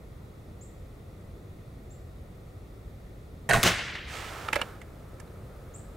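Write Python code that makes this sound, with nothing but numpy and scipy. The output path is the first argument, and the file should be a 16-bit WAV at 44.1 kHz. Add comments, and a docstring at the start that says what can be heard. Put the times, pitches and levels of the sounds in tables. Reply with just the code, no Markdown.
"""In a yard, at a shooting bench right beside the microphone, an air rifle is fired. Noisy contact bursts ring the
modes of its action. A moment later the pellet smacks into a target board on a steel bin: filtered cracks, a booming
clang of modes and dying noise, and echoes round the yard. Filtered noise makes a sleeve slide along the stock, and
more ringing contacts make the lever clack. Far traffic, shaped noise, rumbles; a small bird, three rising sines,
chips; a light airy hiss comes up after the hit and stays."""
import sys
import numpy as np
from scipy import signal
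from scipy.fft import rfft, irfft, next_fast_len
from scipy.io import wavfile
from scipy.ndimage import uniform_filter1d

SR = 44100
rng = np.random.default_rng(int(sys.argv[2]) if len(sys.argv) > 2 else 0)


def bounce(signal):
    """Save signal as a 16-bit WAV file at the path given by the first command-line argument."""
    frames = np.transpose(np.atleast_2d(signal))
    limited = np.clip(frames, -1, 1)
    pcm = np.round(limited * 32767).astype(np.int16)
    wavfile.write(sys.argv[1], SR, pcm)


N = 262949
TIME = np.arange(N) / SR
AGE = np.arange(2 ** 14) / SR   # time since a blow, in seconds


# Blows of the action, from sear to piston.
# Each row: start in seconds, level in dB, main pitch in Hz, treble against the ringing in dB.
FIRING_BLOWS = [(3.4902, -27.5, 1770, -6.5), (3.4942, -27, 590, -4.5), (3.5003, -22.5, 680, -11),
                (3.5085, -18, 1790, -18), (3.5150, -23.5, 1500, -15), (3.5240, -26.5, 430, -9),
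                (3.5330, -19.5, 1520, -9), (3.5410, -19.5, 1080, -16)]


def firing_knocks(rebound_count):
    """The blows of the action, a run of ever weaker piston rebounds, and the spring's shiver."""
    blow_decay_s = .0034
    rebound_start_s, rebound_gap_s, rebound_decay_s = 3.549, .0103, .0052
    rebound_db, rebound_loss_db, rebound_hz, rebound_treble_db = -22, 2, 660, -15
    shiver_s, shiver_db, shiver_hz, shiver_treble_db, shiver_decay_s = 3.59, -31.5, 1790, -11, .045
    rows = [(*blow, blow_decay_s) for blow in FIRING_BLOWS]
    for k in range(rebound_count):
        start_s = rebound_start_s + k * rebound_gap_s
        level_db = rebound_db - k * rebound_loss_db
        rows.append((start_s, level_db, rebound_hz, rebound_treble_db, rebound_decay_s))
    rows.append((shiver_s, shiver_db, shiver_hz, shiver_treble_db, shiver_decay_s))
    return rows


# Modes of barrel and stock. 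Each row: pitch in Hz, width in Hz, level in dB.
RIFLE_MODES = [(136, 20, -1.5), (434, 24, -5), (560, 140, -17), (654, 38, -6), (689, 17, 2), (900, 90, -11),
               (1080, 83, -10), (1473, 38, 1), (1590, 38, -2), (1848, 15, -1.5), (2200, 75, -44),
               (2530, 46, -9.5), (3080, 200, -30), (3750, 91, -11), (6300, 110, -11), (7400, 200, -28),
               (8140, 300, -29)]
# The report scattered by the ground and the bench. Each row: frequency in Hz, level per Hz in dB.
REPORT_SPECTRUM = [(100, -6), (500, 2), (1000, -1.5), (1800, -4), (3000, -12), (5000, -14), (8000, -13.5),
                   (16000, -25)]
# How long the report rings. Each row: frequency in Hz, time to fall by 60 dB in seconds.
REPORT_T60 = [(200, 0.3), (2000, 0.96), (12000, 0.62)]


def rifle_shot():
    """The action's blows ring barrel and stock, and the report scatters off ground and bench."""
    out = knocks(firing_knocks(rebound_count=3), RIFLE_MODES, main_db=-2.5, main_width_hz=140,
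                 soft_hz=9300, rise_share=.22, alike=.91, treble_left_db=-3.7)
    out = out * pan(-2.5)
    report = dying_noise(REPORT_SPECTRUM, REPORT_T60, alike=.93, hold_s=.025, patchy_db=1.5)
    add(out, 3.53, from_db(-29.5) * report)
    return out


def recoil(level_db):
    """The kick of the rifle jolts the microphone: a short low rumble, strongest as the piston rebounds."""
    spectrum = [(20, 2), (50, -.5), (140, 4.5), (220, -6), (400, -44), (4000, -84)]   # Hz, dB per Hz
    rumble = colour(noise(N, alike=.97), spectrum)
    kick = envelope(FIRING_BLOWS[0][0], attack=.065, hold=.02, release=.04)
    return from_db(level_db) * blow_one(rumble * kick)


# The pellet cracks through board and paper.
# Each row: start in seconds, level in dB, spread (decay of the burst) in seconds.
TARGET_CRACKS = [(3.631, -27.5, .0003), (3.6318, -27, 0.00027), (3.6348, -21.5, 0.0028)]
HIT_S = TARGET_CRACKS[0][0]


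def target_cracks():
    """The board is punched through with one broad snap, and board and paper tear in bright cracks."""
    out = np.zeros((2, N))
    snap = resonate(signal.unit_impulse(len(AGE)), hz=4000, width_hz=1900)
    add(out, HIT_S, from_db(-26) * snap)
    for start_s, db, spread_s in TARGET_CRACKS:
        add(out, start_s, from_db(db) * crack(spread_s, cut_hz=14500))
    return out


# The steel sheet's dense ringing. Each row: frequency in Hz, level per Hz in dB.
CLANG_SPECTRUM = [(40, -24), (100, -12), (260, -10), (500, -1), (1100, -3), (2800, -2), (4500, -9.5),
                  (6300, -5), (9000, -16.5), (16000, -22)]
# How long the sheet rings. Each row: frequency in Hz, time to fall by 60 dB in seconds.
CLANG_T60 = [(100, 0.21), (700, 0.31), (2500, 0.38), (6000, 0.082), (14000, 0.18)]
# The bin's strongest modes. Each row: pitch in Hz, width in Hz, level in dB.
BIN_MODES = [(104.4, 6.4, -1), (173, 13, -3.5), (236, 6.7, -11), (355, 18, -4.5), (1060, 9.9, -11),
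             (1500, 9, -7.5), (1686, 8.9, -9), (2640, 18, -9), (2760, 18, -9), (2980, 16, -9),
             (3330, 15, -10), (4880, 47, -14), (6040, 77, -12)]


def steel_bin():
    """The bin booms in its strongest modes, while its sheet steel clangs as dense dying noise."""
    out = np.zeros((2, N))
    clang = dying_noise(CLANG_SPECTRUM, CLANG_T60, alike=.9, hold_s=.049, patchy_db=.5)
    # Bending waves take time to spread: held back for 16 ms, then up to full level by 22 ms.
    swell = from_db(np.interp(TIME[:clang.shape[-1]], [0, .016, .022], [-3, -5, 0]))
    add(out, 3.633, from_db(-22.5) * clang * swell)
    add(out, 3.634, from_db(-17) * body(contact(.026, alike=1.0), BIN_MODES))
    return out


# Echoes of the crack from walls near and far. Each row: start in seconds, level in dB, spread in seconds.
WALL_ECHOES = [(3.6505, -29.5, .003), (3.6635, -22, .0037), (3.675, -25, .0015), (3.718, -34, .001),
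               (3.78, -31.5, .021), (3.883, -43, .002), (3.95, -34.5, 0.01)]


def wall_echoes():
    """Single walls throw the crack back; longer paths lose more treble."""
    out = np.zeros((2, N))
    first_cut_hz, dulling_oct_per_s = 3700, 1.2
    for start_s, db, spread_s in WALL_ECHOES:
        cut_hz = first_cut_hz * 2 ** (-dulling_oct_per_s * (start_s - HIT_S))
        add(out, start_s, from_db(db) * crack(spread_s, cut_hz))
    return out


# The yard's dense echo. Each row: frequency in Hz, level per Hz in dB.
YARD_SPECTRUM = [(100, 1), (400, -7), (1100, -7.5), (1700, 2.5), (3000, -0.5), (5000, -6), (8000, -8),
                 (15000, -28)]
# How long the yard rings. Each row: frequency in Hz, time to fall by 60 dB in seconds.
YARD_T60 = [(100, .6), (800, 1.9), (1800, 1.87), (3500, 1.45), (7000, 0.67), (14000, 0.34)]


def yard_echo():
    """The yard answers the hit with a wide, patchy tail whose treble dies sooner than its middle."""
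    out = np.zeros((2, N))
    tail = dying_noise(YARD_SPECTRUM, YARD_T60, alike=.85, hold_s=.013, patchy_db=2.0)
    add(out, 3.66, from_db(-29.5) * tail)
    return out


# The target's crack. Each row: frequency in Hz, level per Hz in dB.
CRACK_SPECTRUM = [(100, -5), (800, -8), (2000, 1), (4000, -2), (7000, -8), (12000, -9.5), (16000, -7)]


def crack(spread_s, cut_hz):
    """One crack of the target, dulled by the air on its way."""
    air = signal.butter(2, cut_hz, fs=SR, output="sos")
    burst = colour(contact(spread_s, alike=.94), CRACK_SPECTRUM)
    return blow_one(signal.sosfilt(air, burst))


# Clacks of lever and catch. Each row: start in seconds, level in dB, contact decay in seconds,
# main pitch in Hz, treble against the ringing in dB.
LEVER_CLACKS = [(4.4854, -29.5, 0.0026, 1280, -20.5), (4.5304, -23.3, .0025, 2100, -14),
                (4.5382, -36, .005, 3000, -10), (4.5578, -28, .0014, 2020, -10),
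                (4.5630, -25.5, .0024, 594, -19), (4.6153, -27.5, 0.0022, 2800, -13.5),
                (4.8145, -47.5, .005, 1950, -11), (5.1995, -50.8, .0032, 1600, -1),
                (5.2760, -64, .002, 4000, -10)]


def lever_knocks():
    """Each clack is a light touch, a hard slam and a softer, longer rattle; the lever scrapes once on its way."""
    touch_lead_s, touch_loss_db = .0032, 11.5   # the parts touch just before they slam home
    settle_delay_s, settle_loss_db, settle_decay_s = .007, 14, .0086   # and rattle in the stock afterwards
    settle_hz, settle_treble_db = 550, -17
    scrape_s, scrape_db, scrape_treble_db, scrape_decay_s = 4.585, -34.5, -27, .015
    rows = [(scrape_s, scrape_db, settle_hz, scrape_treble_db, scrape_decay_s)]
    for start_s, db, decay_s, hz, treble_db in LEVER_CLACKS:
        rows.append((start_s - touch_lead_s, db - touch_loss_db, hz, treble_db, decay_s))
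        rows.append((start_s, db, hz, treble_db, decay_s))
        rows.append((start_s + settle_delay_s, db - settle_loss_db, settle_hz, settle_treble_db, settle_decay_s))
    return rows


# Modes of the lever. Each row: pitch in Hz, width in Hz, level in dB.
LEVER_MODES = [(316, 58, -5), (583, 81, -2), (874, 130, 4.5), (1320, 210, 7), (1660, 130, 6),
               (2130, 130, 0.5), (2310, 55, 0), (2590, 54, -2), (2700, 49, -16), (3710, 62, -28),
               (8300, 370, -29)]


def lever():
    """Working the lever knocks its metal parts together, and they ring in broad, short modes."""
    clacks = knocks(lever_knocks(), LEVER_MODES, main_db=-.5, main_width_hz=120,
                    soft_hz=3840, rise_share=.48, alike=.87, treble_left_db=-7.0)
    return clacks * pan(-4.4)


# Bare metal contact. Each row: frequency in Hz, level per Hz in dB.
TICK_SPECTRUM = [(100, 6), (1000, 1.5), (3800, -23.5), (5200, -3.5), (7000, -0.5), (8600, -1), (12000, -10),
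                 (16000, -21)]


def knocks(rows, modes, main_db, main_width_hz, soft_hz, rise_share, alike, treble_left_db):
    """Each knock rings the part that is hit and shakes the whole body, softened on top; the bare metal ticks."""
    out = np.zeros((2, N))
    soften = signal.butter(2, soft_hz, fs=SR, output="sos")
    for start_s, db, hz, treble_db, decay_s in rows:
        drive = contact(decay_s, alike, rise_share)
        struck_part = from_db(main_db) * resonate(drive, hz, main_width_hz)
        ringing = blow_one(signal.sosfilt(soften, body(drive, modes) + struck_part))
        tick = blow_one(colour(drive, TICK_SPECTRUM)) * pan(treble_left_db)
        add(out, start_s, from_db(db) * (ringing + from_db(treble_db) * tick))
    return out


# The sleeve slides to the lever, then along with it.
# Each row: start in seconds, attack in seconds, hold in seconds, release in seconds, level in dB.
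SLEEVE_STROKES = [(4.06, 0.083, .33, 0.083, -43), (4.527, 0.028, 0.049, .23, -44.5)]
# Low rub of the cloth. Each row: frequency in Hz, level per Hz in dB.
RUB_SPECTRUM = [(150, -13.5), (400, 1), (880, 2.5), (1130, 0.5), (1285, 6.5), (1450, 2.5), (2200, -11),
                (3500, -16), (6000, -22.5)]
# Hiss of the cloth. Each row: frequency in Hz, level per Hz in dB.
HISS_SPECTRUM = [(1000, -21), (1800, 7.5), (3000, 4), (4500, -2), (8000, -6), (11000, -14.5), (15500, -31)]


def sleeve():
    """Cloth slides over the stock; catching fibres make its hiss a little grainy."""
    hiss_db, hiss_fade_db_per_s, grain_db = 2.8, 26, 1.6   # hiss against the rub at first
    stroke = 0
    for start_s, attack_s, hold_s, release_s, db in SLEEVE_STROKES:
        stroke = stroke + from_db(db) * envelope(start_s, attack_s, hold_s, release_s)
    since_start_s = np.maximum(TIME - SLEEVE_STROKES[0][0], 0)
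    fade = from_db(hiss_db - hiss_fade_db_per_s * since_start_s)   # the arm slows
    fibres = from_db(grain_db * rms_one(uniform_filter1d(rng.standard_normal(N), size=90)))
    rub = rms_one(colour(noise(N, alike=.84), RUB_SPECTRUM)) * pan(-3.0)
    hiss = rms_one(colour(noise(N, alike=.97) * fibres, HISS_SPECTRUM)) * pan(-6.5)
    return (rub + fade * hiss) * stroke


# The bird's notes. Each row: start in seconds, length in seconds, top pitch in Hz, level in dB,
# fading over the note in dB.
BIRD_CHIPS = [(0.608, 0.037, 8800, -52, 8), (1.902, .03, 8000, -59.5, 1), (5.737, .031, 9000, -52, -3.5)]


def bird(scatter_db, t60):
    """Thin notes flick up to a shelf, then climb ever faster to the top, smeared by scattering among trees."""
    shelf_hz, flick_hz, flick_s, climb_power = 7320, 1710, .00403, 2.67
    out = np.zeros((2, N))
    for start_s, length_s, top_hz, db, fade_db in BIRD_CHIPS:
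        along = np.linspace(0, 1, round(length_s * SR))
        flick = flick_hz * np.exp(-along * length_s / flick_s)
        climb = (top_hz - shelf_hz) * along ** climb_power
        hz = shelf_hz - flick + climb
        swell = signal.windows.tukey(len(along), .35) * from_db(db - fade_db * along)
        add(out, start_s, np.sqrt(2) * swell * np.sin(2 * np.pi * np.cumsum(hz) / SR))
    trees = noise(len(AGE), alike=.4) * from_db(-60 * AGE / t60)
    trees /= np.linalg.norm(trees[0])
    return out + from_db(scatter_db) * signal.fftconvolve(out, trees, axes=-1)[:, :N]


# Distant traffic. Each row: frequency in Hz, level per Hz in dB.
TRAFFIC_SPECTRUM = [(25, -14), (42, 0), (95, 0), (160, -7), (260, -14), (450, -14), (720, -21.5),
                    (950, -29), (1280, -25.5), (1660, -36), (1870, -29.5), (3100, -41), (3500, -36),
                    (5000, -43), (16000, -47.5)]
# Stereo likeness of the traffic. 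Each row: frequency in Hz, left-right correlation from 0 to 1.
TRAFFIC_LIKENESS = [(60, 0.99), (130, 0.99), (290, 0.84), (640, 0.49), (1410, 0.18), (3100, 0.27),
                    (6820, .75), (15000, 1)]


def traffic(level_db):
    """Far traffic is steady shaped noise, alike in both ears in the bass and diffuse in the middle."""
    mid, side = rfft(rng.standard_normal((2, 2 * next_fast_len(N // 2 + 1))))
    alike = at_hz(TRAFFIC_LIKENESS, np.linspace(0, SR / 2, len(mid)))
    wide = irfft(np.sqrt(1 + alike) * mid + np.sqrt(1 - alike) * np.array([side, -side]))[:, :N]
    return from_db(level_db) * rms_one(colour(wide, TRAFFIC_SPECTRUM))


# The light airy hiss. Each row: frequency in Hz, level per Hz in dB.
AIR_SPECTRUM = [(150, -9), (330, -6), (480, 1), (950, -13), (1150, -12), (1280, -6), (1450, -14),
                (3000, -27), (6000, -32), (9000, -30), (16000, -33)]


def airy_hiss(level_db, rise_s):
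    """The ambience brightens from the hit on: shaped noise rises in a straight line and stays."""
    risen = np.clip((TIME - HIT_S) / rise_s, 0, 1)
    return from_db(level_db) * risen * rms_one(colour(noise(N, alike=.85), AIR_SPECTRUM))


def contact(decay_s, alike, rise_share=.3):
    """A burst of micro-impacts that builds up quickly and dies away; long contacts also start softly."""
    u = np.minimum(AGE / decay_s, 40)
    return noise(len(AGE), alike) * np.exp(-u) * (1 - np.exp(-u / rise_share))


def resonate(x, hz, width_hz):
    """One resonance, a two-pole filter at unit blow energy."""
    r = np.exp(-np.pi * width_hz / SR)
    poles = [1, -2 * r * np.cos(2 * np.pi * hz / SR), r * r]
    return blow_one(signal.lfilter([1, 0, -1], poles, x + 1e-18))


def body(x, modes):
    """All the modes of an object, driven by one contact."""
    return blow_one(sum(from_db(db) * resonate(x, hz, width_hz) for hz, width_hz, db in modes))


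def dying_noise(spectrum, t60s, alike, hold_s, patchy_db):
    """Dense ringing: half-octave bands hold, then die, each at its own rate and unevenly; rms 1 before decay."""
    age = np.arange(3 * 2 ** 15) / SR
    hz = np.fft.rfftfreq(len(age), 1 / SR)
    source = rfft(rms_one(colour(noise(len(age), alike), spectrum)))
    centres = np.geomspace(60, 16000, 17)
    knots = np.arange(0, age[-1], .015)   # one random level step every 15 ms
    out = 0
    for centre, pick in zip(centres, np.eye(len(centres))):
        band = irfft(source * np.interp(hz, centres, pick))
        fall_db = 60 * np.maximum(age - hold_s, 0) / at_hz(t60s, centre)
        patches_db = patchy_db * np.interp(age, knots, rng.standard_normal(len(knots)))
        out = out + band * from_db(patches_db - fall_db)
    return out


def noise(size, alike):
    """Stereo white noise with a given left-right correlation."""
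    mid, side = rng.standard_normal((2, size))
    return np.sqrt((1 + alike) / 2) * mid + np.sqrt((1 - alike) / 2) * np.array([side, -side])


def colour(x, spectrum):
    """Causal (minimum-phase) filter with the given spectrum, built by folding its cepstrum."""
    size = 2 * next_fast_len(x.shape[-1] // 2 + 1)
    gain = from_db(at_hz(spectrum, np.fft.rfftfreq(size, 1 / SR)))
    cepstrum = irfft(np.log(gain))
    cepstrum[1:size // 2] *= 2
    cepstrum[size // 2 + 1:] = 0
    return irfft(rfft(x, size) * np.exp(rfft(cepstrum)))[..., :x.shape[-1]]


def envelope(start, attack, hold, release):
    """Straight rise, hold and fall, all in seconds, as a gain per sample."""
    return np.interp(TIME, start + np.cumsum([0, attack, hold, release]), [0, 1, 1, 0])


def at_hz(points, hz):
    """Read a table along a log-frequency axis."""
    known_hz, values = np.transpose(points)
    return np.interp(np.log(np.maximum(hz, 1)), np.log(known_hz), values)


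def from_db(db):
    """Decibels to amplitude gain."""
    return 10 ** (np.asarray(db) / 20)


def rms_one(x):
    """Scale a sound to rms 1."""
    return x / np.sqrt(np.mean(x ** 2) + 1e-20)


def blow_one(x):
    """Scale a blow to the energy of 10 ms at rms 1."""
    energy = np.mean(np.sum(x ** 2, axis=-1))
    return x * np.sqrt(.01 * SR / (energy + 1e-20))


def pan(left_db):
    """Stereo gains that make the left louder than the right by left_db."""
    return from_db(np.array([[left_db], [-left_db]]) / 2)


def add(out, start_s, sound):
    """Mix a sound in at its start time."""
    start = round(start_s * SR)
    out[:, start:start + sound.shape[-1]] += sound[..., :N - start]


def scene():
    """Everything heard at the shooting bench."""
    rifle = rifle_shot() + recoil(level_db=-19) + lever()
    pellet = target_cracks() + steel_bin() + wall_echoes() + yard_echo()
    background = traffic(level_db=-44.7) + airy_hiss(level_db=-54.5, rise_s=1.0)
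    return rifle + pellet + sleeve() + bird(scatter_db=-.5, t60=.46) + background


def record(dry):
    """The highest peaks are rounded and the top of the treble is cut."""
    top, cutoff_hz = .8, 15750
    rounded = top * np.tanh(dry / top)
    treble_cut = signal.ellip(12, .1, 80, cutoff_hz, fs=SR, output="sos")
    return signal.sosfilt(treble_cut, rounded)


dry = scene()
out = record(dry)
bounce(out)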